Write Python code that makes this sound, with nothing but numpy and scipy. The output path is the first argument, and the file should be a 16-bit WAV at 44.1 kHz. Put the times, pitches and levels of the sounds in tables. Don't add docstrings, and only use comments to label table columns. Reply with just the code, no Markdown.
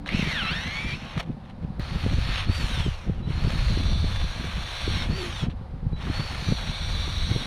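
import sys
import numpy as np
from scipy import signal
from scipy.fft import rfft, irfft, next_fast_len
from scipy.io import wavfile
from scipy.ndimage import uniform_filter1d

SR = 44100
rng = np.random.default_rng(int(sys.argv[2]) if len(sys.argv) > 2 else 0)


def gain_from_db(level_db):
    decades = np.asarray(level_db, float) / 20
    return 10 ** decades


def generate_wav(signal):
    frames = np.transpose(np.atleast_2d(signal))
    scaled = np.clip(frames, -1, 1) * 32767
    pcm = np.round(scaled).astype(np.int16)
    wavfile.write(sys.argv[1], SR, pcm)


N = 328986


def evened(x):
    return x / np.sqrt(np.mean(x ** 2) + 1e-20)


def read(points, hz):
    f, value = np.transpose(points)
    return np.interp(np.log(hz + 1), np.log(f + 1), value)


def follow(rows, t):
    s, *columns = np.transpose(rows)
    return [np.interp(t, s, c) for c in columns]


def add(mix, s, sound):
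    part = mix[max(round(s * SR), 0):][:len(sound)]
    part += sound[:len(part)]


def colour(x, gain_db):
    size = next_fast_len(len(x))
    gain = gain_from_db(gain_db(np.fft.rfftfreq(size, 1 / SR)))
    return irfft(rfft(x, size) * gain, size)[:len(x)]


def wander(count, hz, size=16):
    noise = rng.standard_normal(count // size + 2)
    coarse = colour(noise, lambda f: -40 * np.log10(1 + f / (hz * size)))
    return np.interp(np.arange(count) / size, np.arange(len(coarse)), evened(coarse - coarse.mean()))


# frequency [Hz], gain [dB].
SHELL = [(290, -23.5), (500, -1.5), (631, 0), (1720, -2.5), (2230, -1), (3110, -0.5), (4030, -3.5),
         (4530, -7), (4940, -7.5), (5710, -13), (7640, -26), (9360, -20), (10400, -28), (14700, -34.5),
         (16000, -69)]


def housing_db(hz):
    notch_hz, width_hz, notch_db = 4930, 300, -14.5
    return read(SHELL, hz) + notch_db * np.exp(-((hz - notch_hz) / width_hz) ** 2)


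def whine(shaft, orders, beat_db):
    out = np.zeros(len(shaft))
    turns = np.cumsum(shaft) / SR
    for multiple, db, width_hz in orders:
        drift = np.cumsum(rng.standard_normal(len(shaft))) * np.sqrt(2 * np.pi * width_hz / SR)
        level = gain_from_db(db + beat_db * wander(len(shaft), hz=16, size=64))
        out += level * np.sin(2 * np.pi * multiple * turns + uniform_filter1d(drift, size=40))
    return out


# multiple of shaft speed [ratio], level [dB], width [Hz].
FREE_GEARS = [(5, -19, 10), (15, -18, 12), (16, -21, 12), (18, -14, 45), (19, -20, 12), (20, -10.5, 8),
              (21, -18, 12), (23, -19, 12), (24, -19, 12), (25, -12, 9), (27, -17, 10), (28, -16, 12),
              (30, -10, 9), (31, -18, 12), (32, -17, 12), (33, -18, 12), (35, -14, 12), (40, -15, 16),
              (45, -17, 16)]
LOADED_GEARS = [(3.65, -23, 25), (7.1, -17, 70), (12.2, -10, 20), (14.45, -14, 25), (17.9, -9, 110),
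                (21.4, -17, 18), (25.35, -15, 15), (26.2, -13, 15), (39.3, -17, 12)]
GRIT = [(11.3, -3.5, 240), (12.3, -2.5, 264), (13.2, -4, 237), (13.9, -3, 232)]
GROWL = [(3.5, -4, 97.3), (7.1, -3.5, 184.5), (7.7, -19, 328), (10, -0.5, 294)]


def gearbox(shaft, loaded, pace):
    count = len(shaft)
    turn = np.cos(2 * np.pi * np.cumsum(shaft) / SR)
    uneven_db = 1.0 * wander(count, hz=1.5) + 2 * wander(count, hz=405, size=4)
    chatter = (1 + 0.045 * turn) * gain_from_db(uneven_db) * rng.standard_normal(count)
    free = (1 - .45 * loaded) * np.clip(2 + 1.5 * pace, .6, 1)
    gears = free * whine(shaft, FREE_GEARS, beat_db=3.5)
    gears += loaded * whine(shaft, LOADED_GEARS, beat_db=3.5)
    grit = gain_from_db(-24.5 + 22.5 * loaded) * whine(shaft, GRIT, beat_db=3.0)
    growl = gain_from_db(-13.5 - 10.5 * loaded) * whine(shaft, GROWL, beat_db=0.0)
    return evened(chatter) + gears + grit + growl


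def shell_noise(box, rattle_db, vents_db, pace):
    grind = evened(colour(box, lambda f: housing_db(f) - 10 * np.log10(1 + (f / 1500) ** 6)))
    hiss = evened(colour(box, lambda f: housing_db(f) - 10 * np.log10(1 + (5000 / (f + 1)) ** 30)))
    rattle = evened(colour(
        box, lambda f: housing_db(f) - 10 * np.log10(1 + (1500 / (f + 1)) ** 6 + (f / 5000) ** 30)))
    work_db = -40
    excess_db = np.maximum(rattle_db - work_db, -4.5)
    grind_db = -2.5 - 0.67 * excess_db
    hiss_db = -13.5 - 0.033 * excess_db + 2 * pace + vents_db
    return gain_from_db(rattle_db - 3.5) * (rattle + gain_from_db(grind_db) * grind + gain_from_db(hiss_db) * hiss)


# multiple of shaft speed [ratio], level [dB], width [Hz].
BAR_TONES = [(12, 0, 10), (12, -9, 220)]
PLANET_TONES = [(13.1, 0, 14), (13.1, -10, 220), (14.45, -15, 30)]
RING_TONES = [(10.7, 0, 10), (10.7, -9, 150)]
OVERTONES = [(26.2, 3.5, 55), (21.4, -4, 50), (19, -8, 50), (39.3, 2, 90), (28.9, -9, 60), (32.1, -7, 60),
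             (52.4, -5, 90)]


def motor_tones(t, shaft, bar_hz, bar_db, mesh_db, ring_db, loaded, pace):
    bars = gain_from_db(bar_db + 3) * whine(shaft, BAR_TONES, beat_db=1 + 1.5 * loaded)
    bars += gain_from_db(mesh_db + 3) * whine(shaft, PLANET_TONES, beat_db=2.5)
    bars += gain_from_db(ring_db + 3) * whine(shaft, RING_TONES, beat_db=1.2)
    octave_db = mesh_db - 33 - 20 * pace
    octaves = gain_from_db(octave_db + 2 - read(SHELL, 2.2 * bar_hz)) * whine(shaft, OVERTONES, beat_db=3.5)
    whip = gain_from_db(-36.5) * np.exp(-((t - 5.21) / .09) ** 2)
    hum = (gain_from_db(-64) + whip) * whine(shaft, [(1, 0, 10)], beat_db=1.5)
    return bars + colour(octaves, housing_db) + hum


# time in seconds [s],
# commutator bar pass [Hz], bar whine [dB], planet mesh [dB], ring mesh [dB].
BITE_SPEED = [
    [(.085, 1832, -66, -54, -60), (.15, 2460, -56, -36, -46), (.2, 2565, -56, -39, -40),
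     (.24, 2217, -56, -40, -40), (.3, 2015, -56, -33, -42), (.37, 1610, -56, -35, -48)],
    [(1.795, 4100, -60, -62, -66), (1.97, 4472, -52, -60, -62), (2.05, 4179, -54, -57, -60)],
    [(3.22, 3000, -71, -75, -75), (3.35, 4141, -55, -64, -64), (3.47, 4470, -49, -66, -60),
     (3.59, 4200, -51, -58, -50), (3.68, 4100, -54, -51, -54), (3.77, 3890, -58, -50, -46)],
    [(5.96, 3000, -68, -75, -75), (6.1, 4166, -48, -64, -64), (6.16, 4390, -41, -62, -62),
     (6.24, 4465, -43, -60, -60), (6.31, 4360, -47, -66, -58), (6.42, 4190, -55, -60, -54),
     (6.48, 4000, -48, -52, -52), (6.54, 3900, -56, -51, -49)],
]
DOWN_SPEED = [
    [(.43, 1255, -58, -39, -52), (.49, 1177, -58, -37, -52), (.55, 1603, -56, -37, -50),
     (.72, 1970, -56, -38, -47), (.88, 2198, -56, -39, -46), (.93, 2125, -56, -36, -48)],
    [(2.12, 3929, -61, -57, -60), (2.2, 4179, -50, -57, -58), (2.29, 4360, -48, -55, -56),
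     (2.41, 4246, -51, -52, -50), (2.46, 4181, -53, -60, -60)],
    [(4.03, 3950, -58, -51, -46), (4.19, 3928, -58, -49, -45), (4.23, 3870, -58, -46, -48),
     (4.31, 3928, -58, -51, -53), (4.62, 3900, -58, -53, -52), (4.76, 3925, -56, -49, -47),
     (4.86, 3780, -56, -48, -48), (4.92, 3815, -56, -47, -49), (5.04, 3556, -56, -46, -46)],
    [(6.62, 3797, -58, -52, -48), (6.75, 3860, -58, -51, -48), (6.95, 3885, -58, -52, -48),
     (7.2, 3835, -58, -50, -48), (7.3, 3775, -58, -48, -47), (7.46, 3740, -58, -48, -47)],
]
UP_SPEED = [
    [(.955, 2500, -58, -39, -52), (.98, 2490, -62, -62, -66), (1.09, 2624, -60, -62, -66),
     (1.13, 2520, -62, -62, -66), (1.24, 2000, -64, -66, -70)],
    [(2.51, 4472, -44, -66, -66), (2.57, 4640, -41, -66, -66), (2.66, 4190, -46, -66, -66),
     (2.75, 3700, -41, -66, -66), (2.87, 3070, -41, -66, -70), (2.91, 2875, -60, -70, -75),
     (3.07, 2180, -70, -75, -80), (3.22, 1600, -73, -80, -80)],
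    [(5.07, 4000, -62, -64, -64), (5.1, 4325, -48, -66, -66), (5.18, 4610, -44, -66, -66),
     (5.24, 4290, -49, -66, -66), (5.3, 3948, -54, -66, -66), (5.34, 3730, -46, -66, -66),
     (5.435, 3230, -45, -66, -66), (5.455, 3130, -60, -70, -70), (5.49, 2994, -66, -75, -75)],
    [],
]
# time in seconds [s], rattle [dB],
# load on the bit [0-1], vents turned to the camera [dB].
DOWN_EFFORT = [
    [(.085, -37, 0.62, -5), (.187, -31.5, 0.48, 0.5), (.865, -36.5, 0.39, 2), (.911, -32.5, 0.56, 2)],
    [(1.795, -46, 0.84, 1), (2.0, -38, 0.14, -0.5), (2.151, -37.5, 0.54, 1.5), (2.405, -27, 0, -6.5),
     (2.469, -40.5, 0.3, -3)],
    [(3.22, -61, 0, -1), (3.29, -43, 0.3, -2), (3.3, -42, 0.4, -0.5), (3.59, -35.5, 0.67, 2.5),
     (3.75, -35.5, 0.6, 2), (3.94, -40.5, 1, 4), (4.52, -38.5, 0.31, 2), (4.87, -32.5, 0.63, 1),
     (5.02, -32, 0.72, 0.5)],
    [(5.96, -54.5, 0.2, -1), (6.018, -40.5, 0.53, 0), (6.16, -36.5, 0.1, 0), (6.418, -34.5, 0.74, 1.5),
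     (6.47, -36.5, 1, 3.5), (6.56, -36.5, 0.8, 3), (7.296, -34.5, 0.86, 3.5), (7.326, -34, 0.87, 3),
     (7.46, -35.5, 0.7, 2.5)],
]
UP_EFFORT = [
    [(.975, -42.5, 0.4, 1.5), (1.165, -42.5, 0.4, -3.5), (1.203, -35.5, 0.23, 6), (1.24, -64, 0.7, -6)],
    [(2.547, -33.5, 0.1, 3), (2.8, -34.5, 0.32, 1.5), (2.987, -49, 0.37, 7), (3.22, -57, 0, 3.5)],
    [(5.05, -34, 0.4, -1.5), (5.075, -41, 0.02, 1), (5.23, -32, 0.2, 1.5), (5.32, -35, 0.1, 1),
     (5.43, -36, 0.5, 3.5), (5.46, -41.5, 0.1, -3), (5.49, -64, .05, 5)],
    [],
]


def drill(speed, effort):
    start, end = effort[0][0], effort[-1][0]
    count = next_fast_len(round((end - start) * SR))
    t = start + np.arange(count) / SR
    rattle_db, load, vents_db = follow(effort, t)
    bar_hz, bar_db, mesh_db, ring_db = follow(speed, t)
    bars, full_speed_hz = 12, 4000
    loaded = np.clip(load, 0, 1)
    pace = np.log2(bar_hz / full_speed_hz)
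    shaft = uniform_filter1d(bar_hz, size=1200) / bars
    snag = .006 * np.sqrt(loaded) * wander(count, hz=30)
    shaft = shaft * (1 + snag * (full_speed_hz / bar_hz - .8))
    body = shell_noise(gearbox(shaft, loaded, pace), rattle_db, vents_db, pace)
    body += motor_tones(t, shaft, bar_hz, bar_db, mesh_db, ring_db, loaded, pace)
    return start, body * np.clip(np.minimum(t - start, end - t) / 0.0014, 0, 1)


# start in seconds [s], level [dB], ring [Hz], decay by 60 dB [s].
TRIGGER_CLICKS = [
    (0.061, -24, 1660, 0.014),
    (0.078, -21, 3960, 0.014),
    (0.09, -16, 2120, 0.014),
    (1.178, -20, 1220, 0.01),
    (1.197, -21, 1060, 0.014),
    (1.228, -29, 956, 0.014),
    (1.796, -30, 1950, 0.014),
    (5.503, -41, 4100, 0.02),
    (5.527, -52, 9000, 0.01),
    (5.925, -40, 800, 0.012),
]
# start in seconds [s], end [s], level [dB].
SINGING = [
    (.055, .082, -49),
    (3.225, 3.275, -53),
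    (5.925, 5.99, -53),
]


def trigger():
    out, t = np.zeros(N), np.arange(2048) / SR
    cracks = rng.standard_normal((len(TRIGGER_CLICKS), 2048))
    for (s, db, hz, t60), crack in zip(TRIGGER_CLICKS, cracks):
        ring = (.6 * crack + .5 * np.sin(2 * np.pi * hz * t)) * gain_from_db(-60 * t / t60)
        ring = np.roll(colour(np.roll(ring, 64), housing_db), -64)[:-64]
        add(out, s, gain_from_db(db + 4) * ring * np.minimum(t[:-64] / .0004, 1))
    add(out, 1.796, gain_from_db(-32) * np.array([1., -.4]))
    switching_hz = 3941
    for s, end, db in SINGING:
        t = np.arange(round((end - s) * SR)) / SR
        tone = np.sin(2 * np.pi * switching_hz * t) * signal.windows.tukey(len(t), .3)
        add(out, s, np.sqrt(2) * gain_from_db(db) * tone)
    return out


# start in seconds [s], length [s], level [dB].
BRUSHES = [
    (0.056, 0.039, -39.5),
    (1.193, 0.023, -28),
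    (1.223, 0.023, -45),
    (1.226, 0.089, -54),
    (1.296, 0.048, -59),
    (1.419, 0.084, -55),
    (1.476, 0.05, -54),
    (1.61, 0.054, -56.5),
    (3.479, 0.064, -37.5),
    (5.48, 0.065, -47),
]


def scuffs():
    out = np.zeros(N)
    grains = rng.standard_normal(N) * gain_from_db(4.0 * wander(N, hz=300, size=4))
    grains = evened(colour(grains, lambda f: 1.02 * housing_db(f) - 3 * np.log2(1 + f / 1000)))
    for s, length, db in BRUSHES:
        count = round(length * SR)
        add(out, s, gain_from_db(db) * grains[round(s * SR):][:count] * np.hanning(count))
    return out


# time in seconds [s], strength [dB], turbulence [dB].
GUSTS = [(0.0, -37.5, 7), (0.19, -35.5, 4), (1.39, -45, 4.5), (2.12, -23.5, -9.5), (2.43, -30, -4),
         (2.49, -28.5, -12), (2.68, -31.5, 0), (2.89, -21.5, -27), (2.97, -34.5, -13), (3.3, -25.5, 1),
         (4.09, -22.5, 2), (4.24, -28, -15), (4.49, -27.5, 6.5), (4.74, -39, -6), (4.86, -21, -0.5),
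         (5.15, -35, -1.7), (7.29, -27, -2), (7.46, -34, 4.5)]
# frequency [Hz], level [dB].
RUMBLE_SPECTRUM = [(8.8, -47), (15, -6.5), (49, -5), (87, -6.5), (130, -16), (170, -24), (290, -120)]
FLUTTER_SPECTRUM = [(35, -15), (60, -8.5), (160, 0), (240, -6), (309, -15), (600, -26.5), (780, -26.5),
                    (1320, -120)]
# start in seconds [s], level [dB], pitch [Hz], sharp edge re pop [dB].
POPS = [(0.141, -17, 187, -43), (0.188, -24, 198, -17), (0.221, -21.5, 173, -24), (0.445, -30.5, 164, -39),
        (0.841, -26, 171, -29), (1.168, -25, 155, -21), (1.294, -21, 206, -47), (1.697, -29, 169, -51),
        (1.912, -28.5, 135, -38), (2.056, -20.5, 155, -14.5), (2.125, -22.5, 112, -18),
        (2.487, -17.5, 103, -23), (2.768, -27, 118, -18.5), (2.856, -26, 129, -10),
        (3.09, -18.5, 165, -20.5), (3.214, -27.5, 119, -32), (3.466, -25, 137, -14.5),
        (3.765, -38.5, 130, 2.5), (4.035, -24, 137, -15.5), (4.436, -34, 151, -11), (4.87, -33.5, 140, 0),
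        (4.964, -27.5, 180, -22), (5.43, -22.5, 163, -20), (5.859, -19.5, 124, -30),
        (6.09, -21.5, 102, -12), (6.516, -16, 180, -17.5), (6.688, -30, 157, -36), (7.069, -35, 133, -8.5),
        (7.306, -23, 121, -16), (7.355, -22.5, 153, -16)]
# start in seconds [s], level [dB].
SMALL_POPS = [(0.267, -20.5), (1.338, -34.5), (1.64, -27.5), (1.789, -25.5), (1.95, -27.5), (2.179, -24),
              (2.706, -34), (3.269, -29), (3.297, -22.5), (3.368, -31), (3.826, -52), (4.235, -27),
              (4.308, -41), (4.575, -31), (5.09, -29.5), (5.605, -31), (5.73, -32), (5.924, -24),
              (6.19, -23), (6.417, -29.5), (6.48, -19.5), (6.623, -33), (6.879, -40.5), (.513, -29),
              (0.931, -29), (2.283, -27), (2.592, -30.5), (2.634, -24.5), (2.796, -28), (2.873, -24.5),
              (3.441, -21), (3.548, -27.5), (3.952, -44), (3.986, -38), (5.125, -26), (5.35, -39),
              (5.478, -26), (5.823, -30), (5.99, -36), (6.338, -39)]


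def eddy(cycles, turn, edge_db):
    pop_fade = np.exp(-(cycles / np.where(cycles < 0, .48, .95)) ** 2)
    edge_fade = np.exp(-(cycles / np.where(cycles < 0, .2, .45)) ** 2)
    pop = np.cos(2 * np.pi * (cycles + turn)) * pop_fade
    edge = np.cos(2 * np.pi * (2.59 * cycles + turn)) * edge_fade
    return pop + gain_from_db(edge_db + 10.0) * edge


def wind():
    t = np.arange(N) / SR
    coarse = t[::256]
    ripple_hz, ripple_edge_db = 142, -23
    eddies = POPS + [(s, db, ripple_hz, ripple_edge_db) for s, db in SMALL_POPS]
    gust_db, swirl_db = follow(GUSTS, t)
    wake = sum(gain_from_db(db - 8.5) * np.exp(-((coarse - s) / .022) ** 2) for s, db, hz, edge_db in eddies)
    stir = gain_from_db(-38.5 + swirl_db + 0.6 * (gust_db - gust_db.mean())) + np.interp(t, coarse, wake)
    rumble = rng.standard_normal(N) * gain_from_db(2 * wander(N, hz=6))
    rumble = evened(colour(rumble, lambda f: read(RUMBLE_SPECTRUM, f)))
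    lumps = rng.standard_normal(N) * stir * gain_from_db(4.5 * np.clip(wander(N, hz=25), -3, 2) - 4)
    flutter = colour(lumps, lambda f: read(FLUTTER_SPECTRUM, f))
    flutter = flutter * np.std(lumps) / np.std(flutter)
    shove = sum(gain_from_db(db - 11) * np.exp(-((coarse - s - .01) / .019) ** 2) for s, db, hz, edge_db in eddies)
    out = (gain_from_db(gust_db - 1) + np.interp(t, coarse, shove)) * rumble + flutter
    for (s, db, hz, edge_db), turn in zip(eddies, rng.random(len(eddies))):
        cycles = np.arange(-3 * SR / hz, 5 * SR / hz) * hz / SR
        add(out, s + 0.00282 + (.8 - 3) / hz, gain_from_db(db + 5.0) * eddy(cycles, turn, edge_db))
    moan_s, half_s, moan_hz, moan_db = .035, .04, 288, -40
    out += gain_from_db(moan_db) * np.exp(-((t - moan_s) / half_s) ** 4) * np.sin(2 * np.pi * moan_hz * t)
    limit = .42
    return limit * np.tanh(out / limit)


# frequency [Hz], level [dB].
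FAR_AIR = [(210, -69), (350, 2), (391, -13), (514, 2.5), (653, -9), (766, -2.5), (2750, -22), (4180, -22),
           (6750, -39.5), (12200, -46), (16000, -68)]


def field():
    lift_hz, width_hz, lift_db = 9300, 350, 9
    air = colour(rng.standard_normal(N),
                 lambda f: read(FAR_AIR, f) + lift_db * np.exp(-((f - lift_hz) / width_hz) ** 2))
    return gain_from_db(-51.5 + wander(N, hz=9)) * evened(air)


def scene():
    motor = np.zeros(N)
    for bite, down, up, push, pull in zip(BITE_SPEED, DOWN_SPEED, UP_SPEED, DOWN_EFFORT, UP_EFFORT):
        add(motor, *drill(bite + down + up, push + pull))
    return (motor + trigger() + scuffs() + wind() + field())[None]


def roll_off(x):
    return signal.sosfilt(signal.butter(12, 16190, fs=SR, output="sos"), x)


def record(dry):
    return roll_off(dry)


dry = scene()
out = record(dry)
generate_wav(out)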